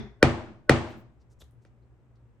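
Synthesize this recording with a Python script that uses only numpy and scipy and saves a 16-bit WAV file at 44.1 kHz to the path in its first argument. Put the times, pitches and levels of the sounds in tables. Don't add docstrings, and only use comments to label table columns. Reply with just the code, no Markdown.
import sys
import numpy as np
from scipy import signal
from scipy.fft import rfft, irfft
from scipy.io import wavfile
from scipy.ndimage import uniform_filter1d

SR = 44100
rng = np.random.default_rng(int(sys.argv[2]) if len(sys.argv) > 2 else 0)


def natural_amplitude(level_db):
    exponent = np.asarray(level_db, float) / 20
    return 10 ** exponent


def pcm_store(signal):
    levels = np.round(np.clip(np.atleast_2d(signal), -1, 1) * 32767)
    wavfile.write(sys.argv[1], SR, levels.astype(np.int16).T)


N = 105840
LEAD = 1024


def read(points, hz):
    f, value = np.transpose(points)
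    return np.interp(np.log(hz + 1), np.log(f + 1), value)


def evened(x):
    return x / np.sqrt(np.mean(x ** 2) + 1e-20)


def add(mix, start_s, sound):
    part = mix[:, round(start_s * SR):][:, :sound.shape[1]]
    part += sound[:, :part.shape[1]]


def diffuse(colour, size):
    # frequency in Hz, left-right likeness from 0 to 1.
    likeness = [(60, 1), (150, 0.066), (380, 0.95), (950, 0.56), (2380, 0.011), (5980, 0.13),
                (15000, 0.026)]
    hz = np.fft.rfftfreq(size, 1 / SR)
    a, b = rfft(rng.standard_normal((2, size)))
    same = np.clip(read(likeness, hz), 0, 1)
    pair = np.array([a, same * a + np.sqrt(1 - same ** 2) * b])
    z = pair * natural_amplitude(read(colour, hz))
    return hz, z / np.sqrt(np.mean(irfft(z, size) ** 2))


def dying(colour, t60s, size):
    hz, z = diffuse(colour, size)
    t = np.arange(size) / SR
    one = np.eye(len(t60s))
    total = 0
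    for k, (_, t60_s) in enumerate(t60s):
        band = read([(f, w) for (f, _), w in zip(t60s, one[k])], hz)
        total = total + irfft(z * band, size) * natural_amplitude(-60 * t / t60_s)
    return total


def rings(modes, t):
    return [natural_amplitude(db - 60 * t / t60_s) * np.sin(2 * np.pi * hz * t) for hz, db, t60_s in modes]


def air():
    # frequency in Hz, relative density in dB per Hz.
    air_colour = [(15, -70), (25, -38), (43, -14.5), (68, -5), (87, -19.5), (105, -7), (123, -4.5),
                  (150, -18), (242, -20.5), (354, -23), (600, -30.5), (1300, -37.5), (2500, -45.5),
                  (4370, -58), (8500, -57.5), (10200, -72), (12000, -65.5), (16000, -74.5)]
    # frequency in Hz, rms level before waver in dB.
    hum_partials = [(59.2, -67.5), (118.4, -64)]
    air_db, hum_width_hz, hum_waver = -59, 6, 0.6
    t = np.arange(N) / SR
    hum = 0
    for hz, db in hum_partials:
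        slow = uniform_filter1d(rng.standard_normal(N), int(SR / hum_width_hz))
        waver = 1 + evened(slow) * hum_waver
        hum = hum + np.sqrt(2) * natural_amplitude(db) * waver * np.sin(2 * np.pi * (hz * t + rng.random()))
    return natural_amplitude(air_db) * irfft(diffuse(air_colour, N)[1], N) + hum


def earlier_knock():
    # frequency in Hz, relative density in dB per Hz.
    tail_colour = [(24, -37.5), (40, -17.5), (60, 2.5), (97, -16), (132, 2), (167, -21), (218, 12),
                   (264, -25), (335, -9), (386, -14.5), (415, -3.5), (446, -27), (718, -22), (1080, -28),
                   (1700, -28.5), (1960, -23.5), (3080, -41.5), (3470, -24), (4000, -39.5), (5730, -39.5),
                   (8190, -60.5), (9910, -70.5), (12000, -58), (15600, -105), (22000, -120)]
    # frequency in Hz, t60 in seconds.
    tail_t60s = [(60, .45), (130, .3), (230, .24), (400, .4), (800, .45), (1500, .45), (3500, .36),
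                 (8000, .33)]
    earlier_db = -30
    return natural_amplitude(earlier_db) * dying(tail_colour, tail_t60s, size=32768)


def scuff(length_s, db, hz, width_hz):
    grains_per_s, grain_spread_db, wet_db, tail_t60_s = 5700, 1, -5.5, 0.24
    t = np.arange(0, length_s + 0.17, 1 / SR)
    grains = rng.standard_normal(len(t)) * (rng.random(len(t)) < grains_per_s / SR)
    grains *= natural_amplitude(grain_spread_db * rng.exponential(1, len(t)))
    b, a = signal.iirpeak(hz, hz / width_hz, SR)

    def band(v):
        return evened(signal.lfilter(b, a, signal.lfilter(b, a, v)))

    ramp = np.minimum(t / length_s, 1)
    shape = np.sin(np.pi * ramp ** 1.2) ** 0.84
    tail = natural_amplitude(wet_db - 60 * abs(t - 0.44 * length_s) / tail_t60_s) * ramp
    return natural_amplitude(db) * (band(grains) * shape + tail * band(rng.standard_normal((2, len(t)))))


def thump():
    level_db, hz, t60_s, rise_s = -36, 70, 0.214, 0.035
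    t = np.arange(0, 0.4, 1 / SR)
    envelope = natural_amplitude(level_db - 60 * t / t60_s) * (1 - np.exp(-t / rise_s))
    return envelope * np.sin(2 * np.pi * hz * t) * np.ones((2, 1))


def ringing(size):
    # frequency in Hz, relative level in dB, t60 in seconds.
    bench_modes = [(58.7, -11.5, 0.29), (84.16, -7, 0.4), (109.26, -6.5, 0.41), (137.45, 2.5, 0.2),
                   (240, -7.5, .4), (334, -2.5, .3), (415, -19, .3), (496, -12.5, 0.23), (619, -23.5, 0.49),
                   (763, -18.5, 0.19)]
    # frequency in Hz, relative density in dB per Hz.
    room_colour = [(24, -46), (40, -19.5), (124, -8.5), (163, -10), (231, -4), (269, -11), (337, -3),
                   (444, -12), (615, -9), (2320, -21.5), (8990, -45), (10200, -71), (16000, -92)]
    # frequency in Hz, t60 in seconds.
    room_t60s = [(60, .55), (160, 0.65), (420, 0.51), (1100, 0.48), (2900, .45), (7700, .42), (14000, .3)]
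    bench_db, bench_wide, bench_rise_s = -12.5, 0.083, 0.005
    room_db, early_db, early_t60_s, room_rise_s = -20, 2, 0.19, 0.0041
    t = np.arange(size) / SR
    bench = sum(ring * (1 + bench_wide * rng.standard_normal((2, 1))) for ring in rings(bench_modes, t))
    bench = bench * (1 - np.exp(-t / bench_rise_s))
    early_boost = 1 + natural_amplitude(early_db - 60 * t / early_t60_s)
    room = dying(room_colour, room_t60s, size) * early_boost * (1 - np.exp(-t / room_rise_s))
    return natural_amplitude(bench_db) * bench + natural_amplitude(room_db) * room


def blow(db, tilt_db, path_m, after):
    # frequency in Hz, relative density in dB.
    crack_colour = [(30, -33), (60, -12.5), (150, -6), (300, -0.5), (450, 1), (600, -1), (800, -10.5),
                    (1100, -18), (1500, -7), (2000, -13), (2800, -22.5), (5000, -26), (16000, -62),
                    (18000, -88.5)]
    # frequency in Hz, relative density in dB per Hz.
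    snap_colour = [(500, -31.5), (1200, -8), (2000, 2), (3500, -6.5), (5700, -12), (7700, -15), (9000, -11),
                   (10500, -20), (16000, -31.5), (18000, -67.5)]
    # frequency in Hz, relative level in dB, t60 in seconds.
    mallet_modes = [(325.5, -13.5, 0.01), (518, -8.5, .025), (588, -8, 0.033), (1557, -11.5, 0.006),
                    (1960, -11, 0.018), (2400, -19, 0.041), (3276, -20.5, .02), (4600, -24.5, 0.0071),
                    (6020, -26.5, 0.0083), (9280, -27.5, .01)]
    # delay in seconds, relative level in dB, signed factor.
    reflections = [(0.018, -9.5, 1), (.0213, -10.5, -1), (0.027, -10.5, 1), (.0368, -14, -0.52)]
    snap_db, snap_t60_s, snap_rise_s, snap_wide = -9.5, 0.014, 0.001, 0.46
    bend_m_per_s, thick_hz = 190, 2000
    echo_top_hz, lag_s = 180, -0.00004
    size = after.shape[1]
    hz, t = np.fft.rfftfreq(size, 1 / SR), np.arange(size) / SR

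    def late(s):
        return np.exp(-2j * np.pi * hz * s)

    def peak1(z):
        return z / abs(irfft(z, size)).max()

    root = 2 * np.sqrt(np.minimum(hz, thick_hz)) + np.maximum(hz - thick_hz, 0) / np.sqrt(thick_hz)
    bend = np.exp(-2j * np.pi * path_m / bend_m_per_s * np.sqrt(1000) * root)
    crack = peak1(natural_amplitude(read(crack_colour, hz)) * bend)

    echo_pulse = peak1(hz / (hz + 80) / (1 + (hz / echo_top_hz) ** 3))
    echoes = echo_pulse * sum(sign * natural_amplitude(e_db) * late(s) for s, e_db, sign in reflections)

    snap_envelope = natural_amplitude(snap_db - 60 * t / snap_t60_s) * (1 - np.exp(-t / snap_rise_s))
    mid, side = irfft(diffuse(snap_colour, size)[1], size) * snap_envelope
    snap = np.array([mid + snap_wide * side, mid - snap_wide * side])
    struck = bend * rfft(sum(rings(mallet_modes, t)) + snap)

    near = (crack + echoes + struck) * np.array([late(lag_s), 1 + 0 * hz])
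    z = near + bend * rfft(after)
    tilt = natural_amplitude(tilt_db * np.log2(1 + hz / 500))
    return natural_amplitude(db) * irfft(z * late(LEAD / SR) * tilt, size)[:, :-LEAD]


def scene():
    # start in seconds,
    # swell length in seconds, level in dB, centre in Hz, width in Hz.
    scuff_rows = [(0.704, .12, -45.5, 2850, 1500), (0.806, 0.15, -58.5, 2500, 3000),
                  (0.869, 0.17, -82, 7000, 5000), (0.871, .06, -78, 14000, 4000),
                  (0.952, .07, -77.5, 14600, 4000), (1.192, 0.046, -79.5, 4990, 3040),
                  (1.293, .055, -76, 6250, 5000), (1.40, .03, -60, 3510, 1200),
                  (1.388, 0.046, -66, 6600, 3060), (1.398, 0.027, -68.5, 11600, 2000),
                  (1.403, 0.026, -63, 650, 684), (1.436, .01, -70, 6000, 6000),
                  (1.508, .005, -77, 10000, 6000), (1.613, 0.033, -81, 5900, 5000),
                  (1.652, .012, -78.5, 2400, 1205), (1.652, .03, -82.5, 5900, 3000),
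                  (1.815, 0.028, -85, 4300, 796), (2.152, 0.011, -78, 4315, 2472)]
    # start in seconds, relative level in dB,
    # treble tilt in dB per octave (well above 500 Hz), path through the bench in m.
    blow_rows = [(0.2257, 1, 1.5, 0.65), (0.6929, 0, 2, 0.62), (1.418, -53.5, 1.5, .5),
                 (1.6491, -55, 2, .5)]
    thump_s, left_over_right_db = 1.419, 1.5
    mix = air()
    after = ringing(size=32768)
    add(mix, 0, earlier_knock())
    for start_s, *row in scuff_rows:
        add(mix, start_s, scuff(*row))
    add(mix, thump_s, thump())
    for start_s, *row in blow_rows:
        add(mix, start_s - LEAD / SR, blow(*row, after))
    return mix * natural_amplitude(np.array([[left_over_right_db / 2], [-left_over_right_db / 2]]))


def low_pass(x):
    return signal.sosfilt(signal.butter(12, 17350, fs=SR, output="sos"), x)


def record(dry):
    limit_db, squeeze, hold_fall_db_per_s, grab_s = -28, 0.22, 103.5, 0.002
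    power = uniform_filter1d((dry ** 2).mean(0), int(grab_s * SR))
    power_db = 10 * np.log10(abs(power) + 1e-12)
    fall_db = np.arange(N) * hold_fall_db_per_s / SR
    held_db = np.maximum.accumulate(power_db + fall_db) - fall_db
    over_db = np.maximum(held_db - limit_db, 0)
    mix = dry / natural_amplitude(squeeze * uniform_filter1d(over_db, size=60))
    return low_pass(mix)


dry = scene()
out = record(dry)
pcm_store(out)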